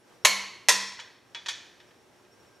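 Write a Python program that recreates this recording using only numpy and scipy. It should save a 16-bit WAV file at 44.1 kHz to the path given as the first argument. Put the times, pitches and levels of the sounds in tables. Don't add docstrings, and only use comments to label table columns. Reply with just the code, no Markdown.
import sys
import numpy as np
from scipy import signal
from scipy.fft import rfft, irfft, next_fast_len
from scipy.io import wavfile
from scipy.ndimage import map_coordinates

SR = 44100
rng = np.random.default_rng(int(sys.argv[2]) if len(sys.argv) > 2 else 0)


def wav_out(sig):
    wavfile.write(sys.argv[1], SR, np.round(np.clip(np.atleast_2d(sig).T, -1, 1) * 32767).astype(np.int16))


N = 114660


def amp(db):
    return 10 ** (np.asarray(db) / 20)


def unit(x):
    return x / np.sqrt(np.mean(x ** 2) + 1e-20)


def along(points, hz):
    f, v = np.transpose(points)
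    return np.interp(np.log(hz + 1), np.log(f + 1), v)


def wobble(rate):
    return map_coordinates(rng.standard_normal(4096), [np.arange(N) * rate / SR + 2], mode="wrap")


def filtered(x, response):
    size = next_fast_len(x.shape[-1] + SR // 2)
    return irfft(rfft(x, size) * response(np.fft.rfftfreq(size, 1 / SR)), size)[..., :x.shape[-1]]


def add(out, start, x):
    part = out[:, round(start * SR):][:, :x.shape[-1]]
    part += x[..., :part.shape[1]]


def stereo(pair, side_db):
    return pair[0] + amp(side_db) * np.array([pair[1], -pair[1]])


def background():
    # f/Hz, relative level/dB
    air_colour = [(15, -69), (25, -34.5), (108, -10.5), (149, -13), (242, -11.5), (326, -9.5), (354, -7.5),
                  (591, -13), (641, -14), (818, -14), (2220, -21.5), (5280, -28), (5730, -24.5),
                  (6380, -29), (16000, -37.5)]
    # f/Hz, level/dB
    hum_tones = [(120, -78), (240, -80.5), (360, -72.5), (480, -77.5), (600, -77), (840, -81.5),
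                 (1590, -77.5)]
    swell_starts = [0.214, 1.797, 1.865, 2.312, 2.395, 2.464, 2.548]
    air_top_hz, whine_hz, swell_s = 14600, 5530, .033
    t = np.arange(N) / SR
    noise = rng.standard_normal((2, N))
    air = unit(filtered(noise, lambda hz: amp(along(air_colour, hz)) / (1 + (hz / air_top_hz) ** 8)))
    hum = sum(amp(db + 2.8 * wobble(13)) * np.sin(2 * np.pi * hz * t + 0.28 * wobble(3.3))
              for hz, db in hum_tones)
    swell = sum(np.exp(-(2 * (t - start) / swell_s - 1) ** 6) for start in swell_starts)
    whine_level = amp(-80.5 + 11.5 * swell + 2.5 * wobble(22))
    whine = whine_level * np.sin(2 * np.pi * whine_hz * t + .6 * wobble(30))
    return stereo(air, side_db=-7) * amp(-60.5 + 0.99 * wobble(9.1)) + np.sqrt(2) * (hum + whine)


def garage_tail(room_db):
    # f/Hz, t60/s
    fade_times = [(150, 0.44), (500, 0.5252), (1200, 0.78), (2500, 0.76), (6000, 0.59), (9000, .5),
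                  (14000, 0.39)]
    # f/Hz, relative level/dB
    colour = [(150, -7.5), (500, -6.5), (1200, -15.5), (2500, -13.5), (6000, -11.5), (9000, -16.5),
              (14000, -15.5)]
    t = np.arange(SR) / SR
    hz, when, bands = signal.stft(rng.standard_normal((2, SR)), SR, nperseg=256)
    fade = amp(along(colour, hz)[:, None] + room_db - 60 * when / along(fade_times, hz)[:, None])
    return signal.istft(bands * fade, SR, nperseg=256)[1][:, :SR] * (1 - np.exp(-t / .008))


def standing_waves():
    # f/Hz, level/dB, build-up/s, t60/s
    notes = [(197, -28, 0.092, .44), (65, -55, .05, 0.7)]
    t = np.arange(SR) / SR
    return sum(amp(db - 60 * t / t60) * (1 - np.exp(-t / rise)) ** 2 * np.sin(2 * np.pi * hz * t)
               for hz, db, rise, t60 in notes)


def thump(level_db=-56, top_hz=110, t60=.14):
    rumble = unit(filtered(rng.standard_normal(SR), lambda hz: 1 / (1 + (hz / top_hz) ** 2)))
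    return rumble * amp(level_db - 60 * np.arange(SR) / SR / t60)


def ring(modes):
    t = np.arange(SR) / SR
    blur_rate = 44
    out = np.zeros(SR)
    for hz, db, t60 in modes:
        phase_blur = 1.1 * wobble(blur_rate)[:SR]
        flutter_db = 2.97 * wobble(blur_rate)[:SR]
        out += amp(db + flutter_db - 60 * t / t60) * np.sin(2 * np.pi * hz * t + phase_blur)
    return out * (1 - np.exp(-t / 0.00033))


def crack(colour, tilt, edge_hz, size=2048):
    radiate_hz = 450
    hz = np.fft.rfftfreq(size, 1 / SR)
    gain = amp(along(colour, hz) + tilt * np.log2(hz + 500)) / np.sqrt(1 + (hz / edge_hz) ** 4)
    gain = gain * (hz + 100) / np.hypot(hz + 100, radiate_hz)
    cepstrum = irfft(np.log(gain))
    cepstrum[1:size // 2] *= 2
    cepstrum[size // 2 + 1:] = 0
    pulse = irfft(np.exp(rfft(cepstrum)))
    return pulse / np.linalg.norm(pulse)


def contact(colour, tilt, edge_hz, steel_t60, near_db, near_t60, room_db, spike_db):
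    t = np.arange(SR) / SR
    tail = garage_tail(room_db)
    steel = rng.standard_normal((2, SR)) * amp(-60 * t / steel_t60)
    steel[0, 0] += amp(spike_db)
    bounces = unit(rng.standard_normal((2, SR)) * (rng.random(SR) < .06))
    echoes = bounces * amp(near_db - 60 * t / near_t60) * (1 - np.exp(-t / 0.0016))
    pulses = [crack(colour, tilt, edge_hz), crack(colour, tilt + 2, edge_hz)]
    middle_and_side = signal.fftconvolve(steel + echoes + tail, pulses, axes=1)[:, :SR]
    return stereo(middle_and_side, side_db=-17)


def socket():
    # t/s, level/dB, tilt/(dB per octave), treble edge/Hz, relative ring/dB
    clinks = [(0.920, -43.5, 3, 9000, -10), (0.992, -37.5, -7, 6000, -10), (0.999, -38, -1, 11000, -9),
              (1.3473, -34, -0.5, 6000, 0), (1.3504, -37.5, -2, 5500, 0.5), (1.368, -43, -2, 4480, 0.5),
              (1.4608, -32, -0.5, 8000, -6.5), (1.4653, -34.5, 0, 8000, -6),
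              (1.4854, -27.5, 1.5, 12000, -2), (1.4890, -28.5, 0.5, 12000, -5.5),
              (1.4935, -30.5, 4, 9000, -5), (1.801, -49, -3.5, 5000, -9), (1.909, -54.5, -2.5, 2580, -13.5),
              (2.25, -62, -2, 3000, -14.5), (2.448, -64, -3, 2500, -14.5)]
    # f/Hz, relative level/dB
    colour = [(310, -40.5), (520, -21.5), (804, -19), (939, -12.5), (1190, -14.5), (1840, -4), (2040, -9.5),
              (2480, -5.5), (2770, -16), (2930, -6.5), (3420, -4.5), (4940, -12), (6540, -11), (8670, -25),
              (10300, -25.5), (15000, -48)]
    # f/Hz, relative level/dB, t60/s
    modes = [(943, -10.5, .1), (1770, -24, 0.7), (2290, -15, 0.18), (2510, -19, .3), (3372, -7.5, 0.22),
             (3440, -17.5, .5), (3480, -21, 0.28), (3840, -46, 0.3), (4570, -23, .35), (5780, -30.5, 0.62),
             (6260, -26, 0.24)]
    out = np.zeros((2, N))
    for start, db, tilt, edge_hz, ring_db in clinks:
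        hit = contact(colour, tilt, edge_hz, steel_t60=0.033,
                      near_db=-5, near_t60=0.13, room_db=-2.5, spike_db=11.5)
        add(out, start, amp(db) * (hit + amp(ring_db) * ring(modes)))
    return out


def wrench():
    # t/s, level/dB, tilt/(dB per octave)
    over_knocks = [(0.2491, -13, -2), (0.2506, -11.5, 0), (0.2542, -15, 2.5)]
    back_knocks = [(0.6860, -10.5, -0.19), (0.6888, -15.5, 0.53), (0.6935, -14, 2.6)]
    # f/Hz, relative level/dB
    over_colour = [(150, -57), (260, -24.5), (392, -26.5), (457, -13.5), (533, -19), (591, -12.5),
                   (666, -15.5), (832, -13), (1040, -3), (1230, -11.5), (1460, -15), (2210, -0.5),
                   (2360, -6.5), (3160, -7.5), (3380, -11), (4220, -6), (4840, -14.5), (6370, -7.5),
                   (9940, -22.5), (10800, -13.5), (15500, -36.5)]
    back_colour = [(150, -60), (260, -25), (325, -19), (385, -26), (457, -13), (542, -20), (601, -14),
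                   (666, -19), (832, -14.5), (1020, -1.5), (1170, -15), (1570, -12), (1960, -1),
                   (2130, -10.5), (2570, -7.5), (2950, -18), (3320, -8.5), (3950, -11.5), (5370, -10.5),
                   (5750, -11.5), (6260, -9.5), (10100, -20), (11200, -21.5), (13800, -32.5), (15500, -48)]
    # f/Hz, relative level over/dB, relative level back/dB, t60/s
    tool_modes = [(1003.5, -35.5, -33, .5), (1081, -32.5, -43, .55), (1340, -39.5, -44, 0.59),
                  (1758, -36.5, -44, 0.47), (1938, -39.5, -31, .6), (2032, -35.5, -38.5, .6),
                  (2200, -27, -45.5, .55), (2320, -32.5, -61, .5), (2590, -40.5, -35.5, .45),
                  (2780, -45.5, -33.5, 0.32), (2895, -36.5, -51, .45), (3026, -33, -55.5, .5),
                  (3290, -39.5, -35.5, 0.5), (3565, -50, -36.5, .45), (4244, -27.5, -39, .48),
                  (4310, -38.5, -42, 0.9), (4590, -37, -39.5, 0.68), (5440, -44, -31.5, 0.72),
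                  (5480, -50, -34.5, 0.22), (6330, -24, -20.5, 0.17), (6630, -36, -35, 0.42),
                  (7130, -27.5, -39.5, .25), (8630, -46, -34, .35), (10650, -38.5, -46, 0.49),
                  (10960, -34.5, -36.5, 0.12)]
    # f/Hz, level/dB, t60/s
    block_modes = [(465, -50, .25), (572, -50, 0.28), (890, -43, .25)]
    # t/s, f/Hz, level/dB, t60/s
    ping = (0, 10603.5, -64, 0.1)
    ring_db = 1
    over_modes = [(hz, db + ring_db, t60) for hz, db, _, t60 in tool_modes]
    back_modes = [(hz, db + ring_db, t60) for hz, _, db, t60 in tool_modes]
    snaps = (over_knocks, over_colour, over_modes), (back_knocks, back_colour, back_modes)
    out = np.zeros((2, N))
    for knocks, colour, modes in snaps:
        for start, db, tilt in knocks:
            hit = contact(colour, tilt, edge_hz=18000, steel_t60=0.043,
                          near_db=-5.5, near_t60=.15, room_db=-1.5, spike_db=13)
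            add(out, start, amp(db) * hit)
        snap_start = knocks[0][0]
        add(out, snap_start, ring(modes) + ring(block_modes) + standing_waves() + thump())
    add(out, ping[0], ring([ping[1:]]))
    return out


def scene():
    right_delay_s, right_boost_db = 0.000004, 0.5
    sides = np.array([[1], [-1]])
    tools = filtered(wrench() + socket(), lambda hz: np.exp(1j * np.pi * hz * right_delay_s * sides))
    return (tools + background()) * amp(-sides * right_boost_db / 2)


def record(dry):
    top_hz = 15800
    rounded = dry / (1 + np.abs(dry) ** 8) ** (1 / 8)
    return filtered(rounded, lambda hz: 1 / np.sqrt(1 + (hz / top_hz) ** 160))


dry = scene()
out = record(dry)
wav_out(out)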